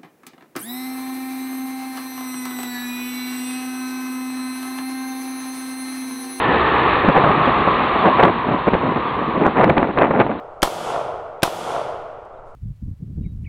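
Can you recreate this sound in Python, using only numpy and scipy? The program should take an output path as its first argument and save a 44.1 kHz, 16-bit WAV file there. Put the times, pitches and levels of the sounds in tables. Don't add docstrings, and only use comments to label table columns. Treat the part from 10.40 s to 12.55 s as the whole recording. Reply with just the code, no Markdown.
import sys
import numpy as np
from scipy import signal
from scipy.fft import rfft, irfft
from scipy.io import wavfile
from scipy.ndimage import uniform_filter1d

SR = 44100
rng = np.random.default_rng(int(sys.argv[2]) if len(sys.argv) > 2 else 0)


def transcribe(u):
    v = np.clip(np.atleast_2d(u).T, -1, 1)
    q = np.round(v * 32767).astype(np.int16)
    wavfile.write(sys.argv[1], SR, q)


N = 94815


def amp(db):
    return 10 ** (np.asarray(db) / 20)


def unit_rms(x):
    return x / np.sqrt(np.mean(x ** 2) + 1e-20)


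def curve_at(points, hz):
    f, value = np.transpose(points)
    return np.interp(np.log(hz + 1), np.log(f + 1), value)


def add(mix, s, sound):
    at = round(s * SR)
    sound = sound[max(-at, 0):]
    part = mix[max(at, 0):][:len(sound)]
    part += sound[:len(part)]


def noise(colour):
    gain = amp(curve_at(colour, np.fft.rfftfreq(N, 1 / SR)))
    return unit_rms(irfft(rfft(rng.standard_normal(N)) * gain, N))


def pulse(colour, size=2048):
    log_gain = np.log(amp(curve_at(colour, abs(np.fft.fftfreq(size, 1 / SR)))))
    minimum_phase = np.exp(np.conj(signal.hilbert(log_gain)))
    shape = np.fft.ifft(minimum_phase).real
    return shape / abs(shape).max()


def shock(t, decay_s):
    u = np.maximum(t, 0) / decay_s
    wave = u * (2 - u) * np.exp(-u)
    return wave / wave.max()


# (frequency [Hz], level [dB])
HISS_COLOUR = [(20, 0), (90, -3.5), (200, -8), (1000, -11), (3000, -30), (5000, -30), (7000, -28),
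               (10000, -35), (12500, -42.5), (15000, -63)]
def forest_hiss():
    return amp(-65) * noise(HISS_COLOUR)


# (time [s], length [s], start pitch [Hz], end pitch [Hz], level [dB])
FALLING_CHIRPS = [(1.932, 0.028, 3800, 3150, -66), (1.96, 0.0353, 4100, 3450, -71),
                  (1.955, 0.037, 3500, 2200, -69)]
def chirps(t):
    out = np.zeros(N)
    for s, length, start_hz, end_hz, db in FALLING_CHIRPS:
        u = t[t < length] / length
        turns = np.cumsum(start_hz + (end_hz - start_hz) * u) / SR
        add(out, s, amp(db) * np.sin(np.pi * u) * np.sin(2 * np.pi * turns))
    return out


# (frequency [Hz], level [dB])
RUMBLE_COLOUR = [(5, 8.5), (20, -3), (40, -7.5), (70, -15), (120, -13), (250, -35), (1000, -75),
                 (16000, -100)]
# (time [s], level [dB])
RUMBLE_LEVELS = [(0, -53), (.2, -46), (.32, -64), (.8, -52), (1.0, -56.5), (1.12, -66), (1.7, -51),
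                 (1.9, -45.5), (2.08, -42), (2.15, -45.5)]
def wind_rumble(t):
    return amp(np.interp(t, *np.transpose(RUMBLE_LEVELS))) * noise(RUMBLE_COLOUR)


# (time [s], length [s], level [dB])
GEAR_MOVES = [(1.848, 0.013, -67), (2.052, 0.12, -72)]
# (frequency [Hz], level [dB])
CLOTH_COLOUR = [(100, -10), (2000, 0), (4000, 0.5), (5500, 0), (7000, -2.5), (10000, -6), (12500, -11),
                (15000, -35)]
def gear_rustle(t):
    out = np.zeros(N)
    for s, length, db in GEAR_MOVES:
        u = t[t < length] / length
        add(out, s, amp(db) * np.sin(np.pi * np.sqrt(u)) * noise(CLOTH_COLOUR)[:len(u)])
    return out


def trunk_scatter(t):
    depth_db = 2.5 * np.exp(-(t / .62) ** 2)
    clumps = amp(depth_db * unit_rms(uniform_filter1d(rng.standard_normal(N), size=130)))
    local_rms = np.sqrt(uniform_filter1d(clumps ** 2, size=2500))
    return clumps / local_rms * rng.standard_normal(N)


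# (band [Hz], relative level at the crest [dB], held down at first by [dB],
# crest time [s], first t60 [s], late roll re the crest [dB], late t60 [s])
WOODS_BANDS = [(30, -36, 12, 0.26, 1.4, -12.5, 4), (70, -19, 24, 0.48, 1.2, -5, 12),
               (140, -11, 1, 0.36, 1.2, -18, 11), (231.5, -17, 0.5, 0.26, 0.99, -12.5, 5.4),
               (379, -6.5, 7.5, 0.26, 1.5, -8, 5.1), (628, 0.5, 4.5, 0.36, 2.08, -11, 4.7),
               (1025, -5.5, 7.5, 0.35, 1.1, -10, 4.8), (1355, -8, 9, 0.26, 1.9, -9, 4.4),
               (1694, -22, 4, 0.33, 1.26, -8.5, 3.5), (2550, -22, 4, 0.31, 1.09, -14, 3.1),
               (3390, -21, 1, 0.32, 0.95, -20.5, 2.6), (3890, -28, 1, 0.33, 0.84, -18.5, 2.8),
               (7000, -31.5, 0, 0.29, 0.77, -33, 1.9), (10450, -37, -1.5, 0.3, 0.7, -38.5, 2),
               (15500, -53.5, -9, 0.21, 0.42, -52, 1.5)]
WOODS_DB, WOODS_ONSET_S, TRUNK_TOP_HZ = -24, .025, 1610
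def woods_roar(t, trunks, treble_stretch):
    hz = np.fft.rfftfreq(N, 1 / SR)
    colour = unit_rms(amp(curve_at([row[:2] for row in WOODS_BANDS], hz)))
    leaves = rng.standard_normal(N)
    scatter = colour * np.where(hz < TRUNK_TOP_HZ, rfft(trunks), rfft(leaves))
    out = np.zeros(N)
    for k, (band_hz, _, dip_db, crest_s, t60, late_db, late_t60) in enumerate(WOODS_BANDS):
        band = curve_at([(row[0], j == k) for j, row in enumerate(WOODS_BANDS)], hz)
        dip_left = np.clip(2 * (1 - t / crest_s), 0, 1)
        dip = amp(-dip_db * np.sin(np.pi / 2 * dip_left) ** 2)
        stretch = treble_stretch if band_hz > TRUNK_TOP_HZ else 1
        past_crest = np.maximum(t / stretch - crest_s, 0)
        fade = np.hypot(amp(-60 * past_crest / t60), amp(late_db - 60 * past_crest / late_t60))
        out += irfft(scatter * band, N) * dip * fade
    return amp(WOODS_DB) * np.minimum(t / WOODS_ONSET_S, 1) * out


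# (delay [s], level [dB])
SLAPS = [(.0087, -6.5), (.0172, -15.5), (.0234, -13), (0.032, -13), (0.047, -9.5), (.0497, -19),
         (.0527, -20), (0.0962, -23), (0.1155, -21), (.1372, -24), (.1587, -19.5), (.1806, -15.5),
         (.236, -21.5), (.2455, -16), (0.2686, -16.5), (0.3194, -15), (.3355, -14.5), (0.3507, -14.5),
         (.435, -17.5), (0.4619, -25), (0.4713, -22), (0.5141, -19), (0.754, -28), (0.9606, -28)]
# (frequency [Hz], level [dB])
SLAP_COLOUR = [(30, -12.5), (130, -14), (300, -9.5), (450, -2.5), (680, 1.5), (1000, -4), (1350, -6.5),
               (1800, -27), (3300, -30), (6000, -57), (16000, -90)]
AIR_LOSS_DB_PER_KHZ_S = 6
def trunk_slaps():
    out = np.zeros(N)
    for delay, db in SLAPS:
        colour = [(hz, level - AIR_LOSS_DB_PER_KHZ_S * delay * hz / 1000) for hz, level in SLAP_COLOUR]
        add(out, delay, amp(db) * pulse(colour))
    return out


# (frequency [Hz], level [dB])
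HAMMER_COLOUR = [(30, -22.5), (700, -1), (1800, -1), (3200, 4), (4500, -7), (7000, -3.5), (15000, -27.5)]
HAMMER_LEAD_S, HAMMER_T60 = .0078, .016
def hammer(t):
    return amp(-60 * t / HAMMER_T60) * noise(HAMMER_COLOUR)


# (frequency [Hz], level [dB])
CRACK_COLOUR = [(30, -23), (150, -8.5), (300, -8.5), (700, -1), (1100, -4), (1370, 5.5), (1750, -9.5),
                (2500, -6.5), (3300, -5.5), (4200, -9.5), (5200, -11), (7000, -15), (11000, -15.5),
                (15000, -23)]
# (frequency [Hz], level [dB])
SPRAY_COLOUR = [(30, -11.5), (150, -8.5), (280, -16), (680, 0), (1000, 6.5), (1350, -9.5), (1800, -7.5),
                (2500, -10), (3300, -5.5), (4200, -11), (7000, -15.5), (11000, -18), (15000, -24)]
CRACK_RISE_S, CRACK_HOLD_S, CRACK_FALL_S, SPRAY_T60 = .0007, .0045, .0023, .22
def muzzle_blast(t):
    pressure = -amp(-3) * shock(t - CRACK_RISE_S / 2, decay_s=.0005)
    crack = np.minimum(t / CRACK_RISE_S, 1) * np.exp(-np.maximum(t - CRACK_HOLD_S, 0) / CRACK_FALL_S)
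    spray = np.minimum(t / CRACK_HOLD_S, 1) * amp(-19.5 - 60 * t / SPRAY_T60)
    return pressure + amp(-9) * crack * noise(CRACK_COLOUR) + spray * noise(SPRAY_COLOUR)


def gas_thump(t):
    return -shock(t, decay_s=.005)


# (time [s], level of blast and echoes [dB], gas thump [dB], ground bounce [dB], hammer [dB],
# stretch of the woods' treble decay [ratio])
RIFLE_SHOTS = [(-0.708, 0.5, -25, -12, -26, .94), (0.2283, 0.32, -17, -9.5, -17, .94),
               (1.0302, -.5, -37, -6, -26, 1.008)]
GROUND_BOUNCE_DELAY_S = .00483
def scene():
    t = np.arange(N) / SR
    slaps, trunks = trunk_slaps(), trunk_scatter(t)
    out = forest_hiss() + chirps(t) + wind_rumble(t) + gear_rustle(t)
    for s, db, thump_db, bounce_db, hammer_db, treble_stretch in RIFLE_SHOTS:
        add(out, s - HAMMER_LEAD_S, amp(hammer_db) * hammer(t))
        add(out, s, amp(db) * (muzzle_blast(t) + slaps + woods_roar(t, trunks, treble_stretch)))
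        add(out, s, amp(thump_db) * gas_thump(t))
        add(out, s + GROUND_BOUNCE_DELAY_S, amp(bounce_db) * shock(t, decay_s=.00037))
    return out[None]


OVERLOAD_CEILING, BAND_LIMIT_HZ = .8, 15800
def record(dry):
    clipped = dry / (1 + (dry / OVERLOAD_CEILING) ** 4) ** (1 / 4)
    low_pass = signal.firwin(255, BAND_LIMIT_HZ, window=("kaiser", 9), fs=SR)
    return signal.oaconvolve(clipped, low_pass[None], "same")


dry = scene()
out = record(dry)
transcribe(out)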